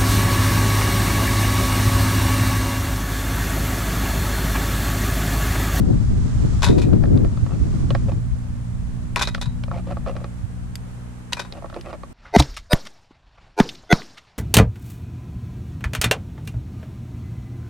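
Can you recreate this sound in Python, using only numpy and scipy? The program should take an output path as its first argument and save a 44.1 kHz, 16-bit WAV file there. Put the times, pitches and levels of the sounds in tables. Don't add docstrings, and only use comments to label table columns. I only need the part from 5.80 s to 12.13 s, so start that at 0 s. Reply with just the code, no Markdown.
import sys
import numpy as np
from scipy import signal
from scipy.fft import rfft, irfft, next_fast_len
from scipy.io import wavfile
from scipy.ndimage import uniform_filter1d

SR = 44100
rng = np.random.default_rng(int(sys.argv[2]) if len(sys.argv) > 2 else 0)


def pcm_store(signal):
    levels = np.round(np.clip(np.atleast_2d(signal), -1, 1) * 32767)
    wavfile.write(sys.argv[1], SR, levels.astype(np.int16).T)


N = 279153
TIME = np.arange(N) / SR
RING = np.arange(SR // 3) / SR

# start_s, level_db (before the pot's trim),
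# hardness_db (middle register over the low), struck_spot_hz
POT_HITS = [(0.821, -24, -1.5, 1250), (0.829, -17.5, 2.5, 1600), (0.8336, -18, -14, 980),
            (0.842, -19.5, 18, 2020), (0.864, -22, -6, 1250), (0.871, -27, -6, 600), (0.885, -25, -3, 3550),
            (0.981, -29.5, -1.5, 970), (1.017, -31, 4.5, 2600), (3.362, -18, -9.5, 1070),
            (3.393, -22.5, 2, 1590), (3.411, -18.5, -8, 1190), (3.418, -15.5, 5.5, 3300),
            (3.474, -26.5, -0.5, 4910), (3.613, -25, 4.5, 3680), (3.657, -37, -6, 1000),
            (5.523, -25.5, -2, 1020), (5.569, -28.5, -6.5, 2450), (5.594, -21.5, -2.5, 1495),
            (5.649, -39, -8, 974)]
# pitch_hz, level_db (relative), t60_s
TUB_MODES = [(335, 0, 0.069), (554.3, 5, 0.052), (675, 3, 0.041), (830, -2.5, 0.044), (1133, 0, 0.037),
             (1305, -2.5, .036), (1840, -8.5, 0.045), (2465, -8, 0.051)]

POT_PAN_DB, TUB_PAN_DB = 2, -2.5
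TUB_SPOT_DB = 7


def undb(db):
    return 10 ** (np.asarray(db) / 20)


def unit(x):
    return x / np.sqrt(np.mean(x ** 2) + 1e-20)


def curves(table):
    s, *columns = np.transpose(table)
    return [np.interp(TIME, s, c) for c in columns]


def pan(db):
    return np.sqrt(2 / (1 + undb(np.array([-2 * db, 2 * db])))).reshape(2, -1)


def add(out, s, sound):
    i = int(s * SR)
    out[:, i:i + sound.shape[1]] += sound[:, :N - i]


def walk(rate):
    k = int(SR / rate)
    steps = np.repeat(rng.standard_normal(N // k + 1), k)
    smooth = uniform_filter1d(uniform_filter1d(steps, k), k)
    return unit(smooth[:N])


def filter_bins(size):
    return np.maximum(np.fft.rfftfreq(size, 1 / SR), 1)


def noise(colour):
    hz, db = np.transpose(colour)
    size = next_fast_len(N)
    gain = undb(np.interp(np.log(filter_bins(size)), np.log(hz), db))
    spectrum = rfft(rng.standard_normal((2, size))) * gain
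    return unit(irfft(spectrum, size)[:, :N])


def soften(x, hz):
    return signal.sosfilt(signal.butter(2, min(hz, .45 * SR), fs=SR, output="sos"), x)


def widen(pair, side_db):
    direct, scattered = pair
    return direct + undb(side_db) * np.array([[1], [-1]]) * scattered


def wind():
    # time_s, level_db (before swell and pan)
    eddies = [(0, -17), (1.3, -19.5), (1.55, -23), (2.3, -19.5), (2.6, -27), (4.2, -29.5), (4.55, -34.5),
              (6.33, -40)]
    # pitch_hz, density_db_per_hz (relative)
    rumble_colour = [(15, -11), (45, -3.5), (90, -5), (140, -9.5), (220, -19), (400, -45), (900, -120)]
    # time_s, strength_db (before the flutter's lift)
    gusts = [(0.0, -25), (0.11, -21), (0.28, -38), (0.31, -26.5), (0.53, -35), (0.65, -25), (0.83, -42),
             (0.9, -17.5), (1.04, -23.5), (1.14, -19), (1.19, -24.5), (1.35, -21), (1.44, -23),
             (1.5, -29.5), (1.6, -33.5), (1.7, -30), (2.39, -32.5), (2.44, -58), (2.5, -48)]
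    # pitch_hz, density_db_per_hz (relative)
    gust_colour = [(50, -5.5), (115, 3), (200, -4), (300, -9.5), (450, -23), (700, -31), (3000, -57.5)]
    # pitch_hz, density_db_per_hz (relative)
    buffet_colour = [(150, -26), (270, 1.5), (400, -4), (520, -12.5), (750, -22.5), (1500, -69)]
    # centre_s, level_db, port (0 left, 1 right), pitch_hz
    puffs = [(0.884, -7, 0, 105), (1.225, -17.5, 0, 115), (1.635, -7.5, 1, 88), (1.825, -5.5, 1, 61),
             (2.53, -9, 0, 52), (3.676, -11, 0, 118), (4.646, -12.5, 1, 100)]
    windward_db, gust_pan_db = 3, 4
    eddy_db, gust_lift_db = 2, 6.5
    gust_release_s = 0.03
    buffet_db, buffet_growth = -27.5, 2.13
    puff_cycles = 1

    rumble_db, = curves(eddies)
    swell_db = eddy_db * np.array([walk(rate=5.02), walk(rate=5.08)])
    out = noise(rumble_colour) * undb(rumble_db + swell_db) * pan(windward_db)

    ragged = unit(undb(3.5 * np.array([walk(rate=50), walk(rate=50)])))
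    dying = np.exp(-np.maximum(TIME - gusts[-1][0], 0) / gust_release_s)
    gust_db, = curves(gusts)
    flutter = soften(noise(gust_colour), hz=6000) * ragged * dying
    out += flutter * undb(gust_db + gust_lift_db) * pan(gust_pan_db)

    lumps = unit(undb(3.5 * walk(rate=45)))
    buffet = widen(noise(buffet_colour), side_db=11) * lumps * dying
    out += buffet * undb(buffet_db + buffet_growth * (gust_db + 19.0)) * pan(gust_pan_db)

    for s, db, port, hz in puffs:
        envelope = np.exp(-((TIME - s) * hz / puff_cycles) ** 2)
        swing = np.sin(2 * np.pi * hz * (TIME - s)) * envelope
        out[int(round(port))] += undb(db) * swing
    return out


def engine():
    # time_s, level_db (before the harmonics' own levels), bass_db (lowest two), firing_hz
    drone_course = [(0, -32.5, 4.5, 59.66), (2.9, -27.5, -3.5, 59.45), (4.2, -27, -7.5, 59.91),
                    (5.2, -34.5, -4, 60.33), (5.8, -34.5, -14, 60.52), (6.33, -38, -19, 60.7)]
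    # multiple, level_db (relative)
    harmonics = [(1, -0.5), (2, 3), (3, -8), (4, -12.5), (5, -24.5)]
    db, bass_db, firing_hz = curves(drone_course)
    wavering_hz = firing_hz * (1 + 0.0012 * walk(rate=3.94))
    phase = 2 * np.pi * np.cumsum(wavering_hz) / SR
    drone = 0
    for k, order_db in harmonics:
        gain = undb(order_db + bass_db * (round(k) <= 2) + 1.85 * walk(rate=4.62))
        lag = np.array([[1], [-1]]) * 0.18 * rng.standard_normal()
        drone = drone + gain * np.sin(round(k) * phase + 2 * np.pi * rng.random() + lag)
    return drone * undb(db) * pan(db=-3.0)


def shore():
    # time_s, level_db (before its lift and flicker)
    hiss_course = [(0, -54), (.9, -48.5), (1.15, -58.5), (2.0, -53), (2.5, -60.5), (4.5, -64), (6.33, -65)]
    # pitch_hz, density_db_per_hz (relative)
    hiss_colour = [(300, 13), (1200, 15), (2500, 4), (4500, 4), (7300, 5), (9500, -1.5), (11000, -10.5),
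                   (15000, -76)]
    # pitch_hz, density_db_per_hz (relative)
    wash_colour = [(100, 12.5), (300, 8), (900, 1.5), (1600, -2.5), (3000, -11), (5000, -19), (8600, -13),
                   (11500, -19), (15000, -26)]
    # pitch_hz, density_db_per_hz (relative)
    whine_colour = [(8200, -53), (8540, -26), (8625, 5), (8710, -18), (9100, -45)]
    wash_db, whine_db = -48.5, -73
    hiss_db, = curves(hiss_course)
    wash = widen(noise(wash_colour), side_db=0.0) * undb(wash_db + 0.67 * walk(rate=4.44))
    hiss = noise(hiss_colour) * undb(hiss_db + 8.0 + .5 * walk(rate=24)) * pan(db=-4.0)
    return wash + hiss + noise(whine_colour) * undb(whine_db)


def fade(t60):
    return np.exp(-np.log(1000) * RING / t60)


def modes(table):
    return np.array([undb(db) * fade(t60) * np.sin(2 * np.pi * hz * RING) for hz, db, t60 in table])


def favour(table, hz, lift_db):
    spot_octaves = 0.23
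    return [(f, db + lift_db * np.exp(-(np.log2(f / hz) / spot_octaves) ** 2), t60)
            for f, db, t60 in table]


def strike(rings, scatter_db):
    shape = (2, len(rings))
    signs = rng.choice([-1, 1], shape)
    return (signs * undb(scatter_db * rng.standard_normal(shape))) @ rings


def burst(t60):
    return rng.standard_normal((2, len(RING))) * fade(t60)


def registers(db, hard_db, tick_db, slope):
    shape = np.array([-hard_db, 0, tick_db + slope * hard_db])
    return db + shape - 20 * np.log10(np.linalg.norm(undb(shape)))


def voice(sound, levels):
    # bottom_hz, top_hz
    register_edges = [(360, 1700), (1700, 5000), (5000, 14000)]
    out = 0
    for edges, db in zip(register_edges, levels):
        band = signal.sosfilt(signal.butter(3, edges, "bandpass", fs=SR, output="sos"), sound)
        onset_rms = np.sqrt(np.mean(band[:, :SR // 100] ** 2))
        out = out + undb(db) * band / onset_rms
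    return out


def pot():
    # pitch_hz (before detuning), level_db (relative), t60_s
    pot_modes = [(385, -3, 0.23), (575, 4, 0.087), (822, 5.5, 0.051), (985, 10, 0.11), (1083, 5, .08),
                 (1506, 5, .09), (1953, 3, 0.21), (2405, 9, 0.15), (2444, 10.5, 0.19), (2574, 7.5, 0.22),
                 (3040, 3, 0.17), (3500, 12.5, 0.13), (3650, 9, 0.12), (3740, 5, 0.16), (3820, 9.5, 0.34),
                 (3960, -1, 0.27), (4200, 6, 0.17), (4930, -14, 0.4)]
    # time_s, t60_s
    pot_muffle = [(3.5, 0.97), (5.5, 0.48)]
    spot_db = 6
    heap_hz, heap_octaves, heap_db, heap_t60_s = 5450, 0.46, 3, 0.078
    tick_db, tick_slope = -7.5, 0.18
    bounce_s, bounce_db, bounce_loss_db = 0.007, -13.5, 1
    chatter_spread_db = 3
    out = np.zeros((2, N))
    for s, blow_db, hard_db, note_hz in POT_HITS:
        wall = [(hz * (1 + .012 * rng.standard_normal()), db, t60)
                for hz, db, t60 in favour(pot_modes, note_hz, spot_db)]
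        heap = [(heap_hz * 2 ** (heap_octaves * z), heap_db, heap_t60_s)
                for z in rng.standard_normal(size=10)]
        ring = strike(modes(wall + heap), scatter_db=2)
        ring = ring * fade(np.interp(s, *np.transpose(pot_muffle)))

        rattle = undb(23.0) * burst(t60=0.12) + undb(15) * burst(t60=0.011)
        rattle = signal.sosfilt(signal.butter(1, 1500, "highpass", fs=SR, output="sos"), rattle)

        chatter = undb(chatter_spread_db * walk(rate=420)[:len(RING)] * (1 - fade(.05)))
        levels = registers(blow_db, hard_db, tick_db, tick_slope)
        landing = (ring + soften(rattle, hz=7000)) * chatter
        add(out, s, voice(widen(landing, side_db=-9.5), levels))
        delays = np.cumsum(bounce_s * (.5 + rng.random(size=3)))
        for k, delay in enumerate(delays):
            bounce = voice(widen(soften(burst(t60=0.029), hz=7050), side_db=2), levels)
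            add(out, s + delay, undb(bounce_db - k * bounce_loss_db) * bounce)
    return out * pan(db=POT_PAN_DB) * undb(-2.5)


def clacks():
    # start_s, level_db, hardness_db (middle register over the low), shell_hz
    meetings = [(0.844, -28.5, 4, 6400), (0.887, -31, 5, 3830), (1.131, -35, -10, 1300),
                (1.237, -28.5, -14, 1710), (1.255, -39, -8, 1740), (1.375, -37, -6, 3600),
                (1.447, -34, -11, 1810), (1.572, -38, -10, 1270), (1.664, -36.5, -11, 1250),
                (2.105, -27.5, -4.5, 2990), (2.15, -22, -9, 1650), (2.318, -34.5, -12.5, 910),
                (3.36, -21, 15.5, 2470), (3.395, -30, 8, 2230), (3.473, -25.5, 6, 3950),
                (3.547, -24.5, 0.5, 1410), (3.579, -37, -8, 1250), (3.837, -36, 1.5, 2270),
                (3.881, -36, -18, 950), (3.914, -28.5, -18, 1257), (4.17, -30.5, -21, 1198),
                (4.262, -32.5, -13, 1180), (4.274, -32.5, -14, 1260), (4.365, -34, -8.5, 1140),
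                (4.443, -32, -11, 1170), (4.955, -34, 37, 4620), (5.532, -20, 18.5, 6210),
                (5.724, -35.5, 4.5, 3907), (5.736, -43, -10, 597.6), (5.775, -40, -16, 698),
                (5.823, -36, -20, 690), (5.843, -30.5, -30, 950), (5.859, -40, -14, 1001),
                (5.899, -40.5, -6.5, 1328), (5.927, -39, -18, 1294), (5.943, -40.5, -2, 1320),
                (6.011, -43.5, 20, 4687), (6.129, -32, -13, 1320), (6.234, -34, -13, 1149)]
    tick_db, tick_slope = -20, 0.48
    graze_s, graze_db = 0.0035, -19.5
    over_pot_s = .02
    out = np.zeros((2, N))
    for s, db, hard_db, hz in meetings:
        shell = modes([(hz, 0, .017), (hz * 1.1, -3, .012), (hz * 1.4, -4, .014), (hz * 0.638, -7, .012)])
        ring = strike(shell, scatter_db=2)
        knock = strike(modes(favour(TUB_MODES, hz, TUB_SPOT_DB)), scatter_db=2)

        heavy_db, sharp_db = np.clip(-hard_db, 0, 13), max(hard_db, 0)
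        crack = undb(0.19 * sharp_db) * burst(t60=0.017) + undb(-12.0) * burst(t60=0.079)
        crack = soften(crack, hz=8340 * undb(0.22 * sharp_db))
        sound = ring + undb(heavy_db - 15.0) * knock + crack
        levels = registers(db, hard_db, tick_db, tick_slope)

        at_pot = any(abs(s - hit[0]) < over_pot_s for hit in POT_HITS)
        place = pan(POT_PAN_DB if at_pot else TUB_PAN_DB)
        add(out, s, voice(widen(sound, side_db=-9.0), levels) * place)
        graze = voice(widen(burst(t60=0.021), side_db=-7), levels)
        add(out, s - graze_s, graze * undb(graze_db - sharp_db) * place)
    return out


def tub():
    # start_s, end_s, level_db (before the pan), spot_hz
    scrapes = [(1.686, 1.759, -43.5, 1280), (2.106, 2.112, -28, 555), (2.283, 2.302, -29.5, 555),
               (3.921, 4.004, -36, 740), (4.065, 4.099, -36, 610), (4.095, 4.132, -32, 676),
               (4.264, 4.317, -30.5, 603), (4.319, 4.48, -43, 553), (5.745, 5.8, -41, 671),
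               (5.932, 6.001, -41, 339.7), (5.959, 5.974, -30.5, 620), (6.047, 6.09, -39, 480),
               (6.037, 6.12, -43, 2380), (6.087, 6.115, -38.5, 1320), (6.129, 6.155, -36, 545.4)]
    knocks_per_s = 250
    shell_spread = 0.087
    out = np.zeros((2, N))
    mode_hz, _, t60 = np.transpose(TUB_MODES)
    for start, end, db, note_hz in scrapes:
        _, mode_db, _ = np.transpose(favour(TUB_MODES, note_hz, TUB_SPOT_DB))
        row_hz = mode_hz * (1 + 0.027 * rng.standard_normal(len(mode_hz)))
        contact = np.zeros((2, N))
        count = 2 + int(knocks_per_s * (end - start))
        for place in (np.arange(count) + rng.random(count)) / count:
            shift = shell_spread * mode_hz / mode_hz.max() * rng.standard_normal(len(mode_hz))
            knock = strike(modes(zip(row_hz * (1 + shift), mode_db, t60)), scatter_db=3.5)
            grit = undb(3.5) * soften(burst(t60=0.019), hz=3880)
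            force = np.sin(np.pi * place) ** .5 * undb(3.5 * rng.standard_normal())
            add(contact, start + place * (end - start), force * widen(knock + grit, side_db=-13.0))
        out += undb(db) * unit(contact) * np.sqrt((end - start) * SR / N)
    return out * pan(db=TUB_PAN_DB)


def housing(x):
    # pitch_hz, left_minus_right_db
    shading = [(600, 0.5), (950, -1), (1400, 2.5), (2200, 5), (3700, -3.5), (6300, 8), (9500, -7.5)]
    hz, db = np.transpose(shading)
    size = next_fast_len(N)
    gains = pan(np.interp(np.log(filter_bins(size)), np.log(hz), db))
    return irfft(rfft(x, size) * gains, size)[:, :N]


def scene():
    surroundings = wind() + engine() + shore()
    return housing(pot() + clacks() + tub()) + surroundings


def record(dry):
    rounded = dry / (1 + (dry / .92) ** 6) ** (1 / 6)
    top_cut = signal.ellip(8, .2, 70, 14500, fs=SR, output="sos")
    return signal.sosfilt(top_cut, soften(rounded, hz=12500))


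dry = scene()
out = record(dry)
pcm_store(out)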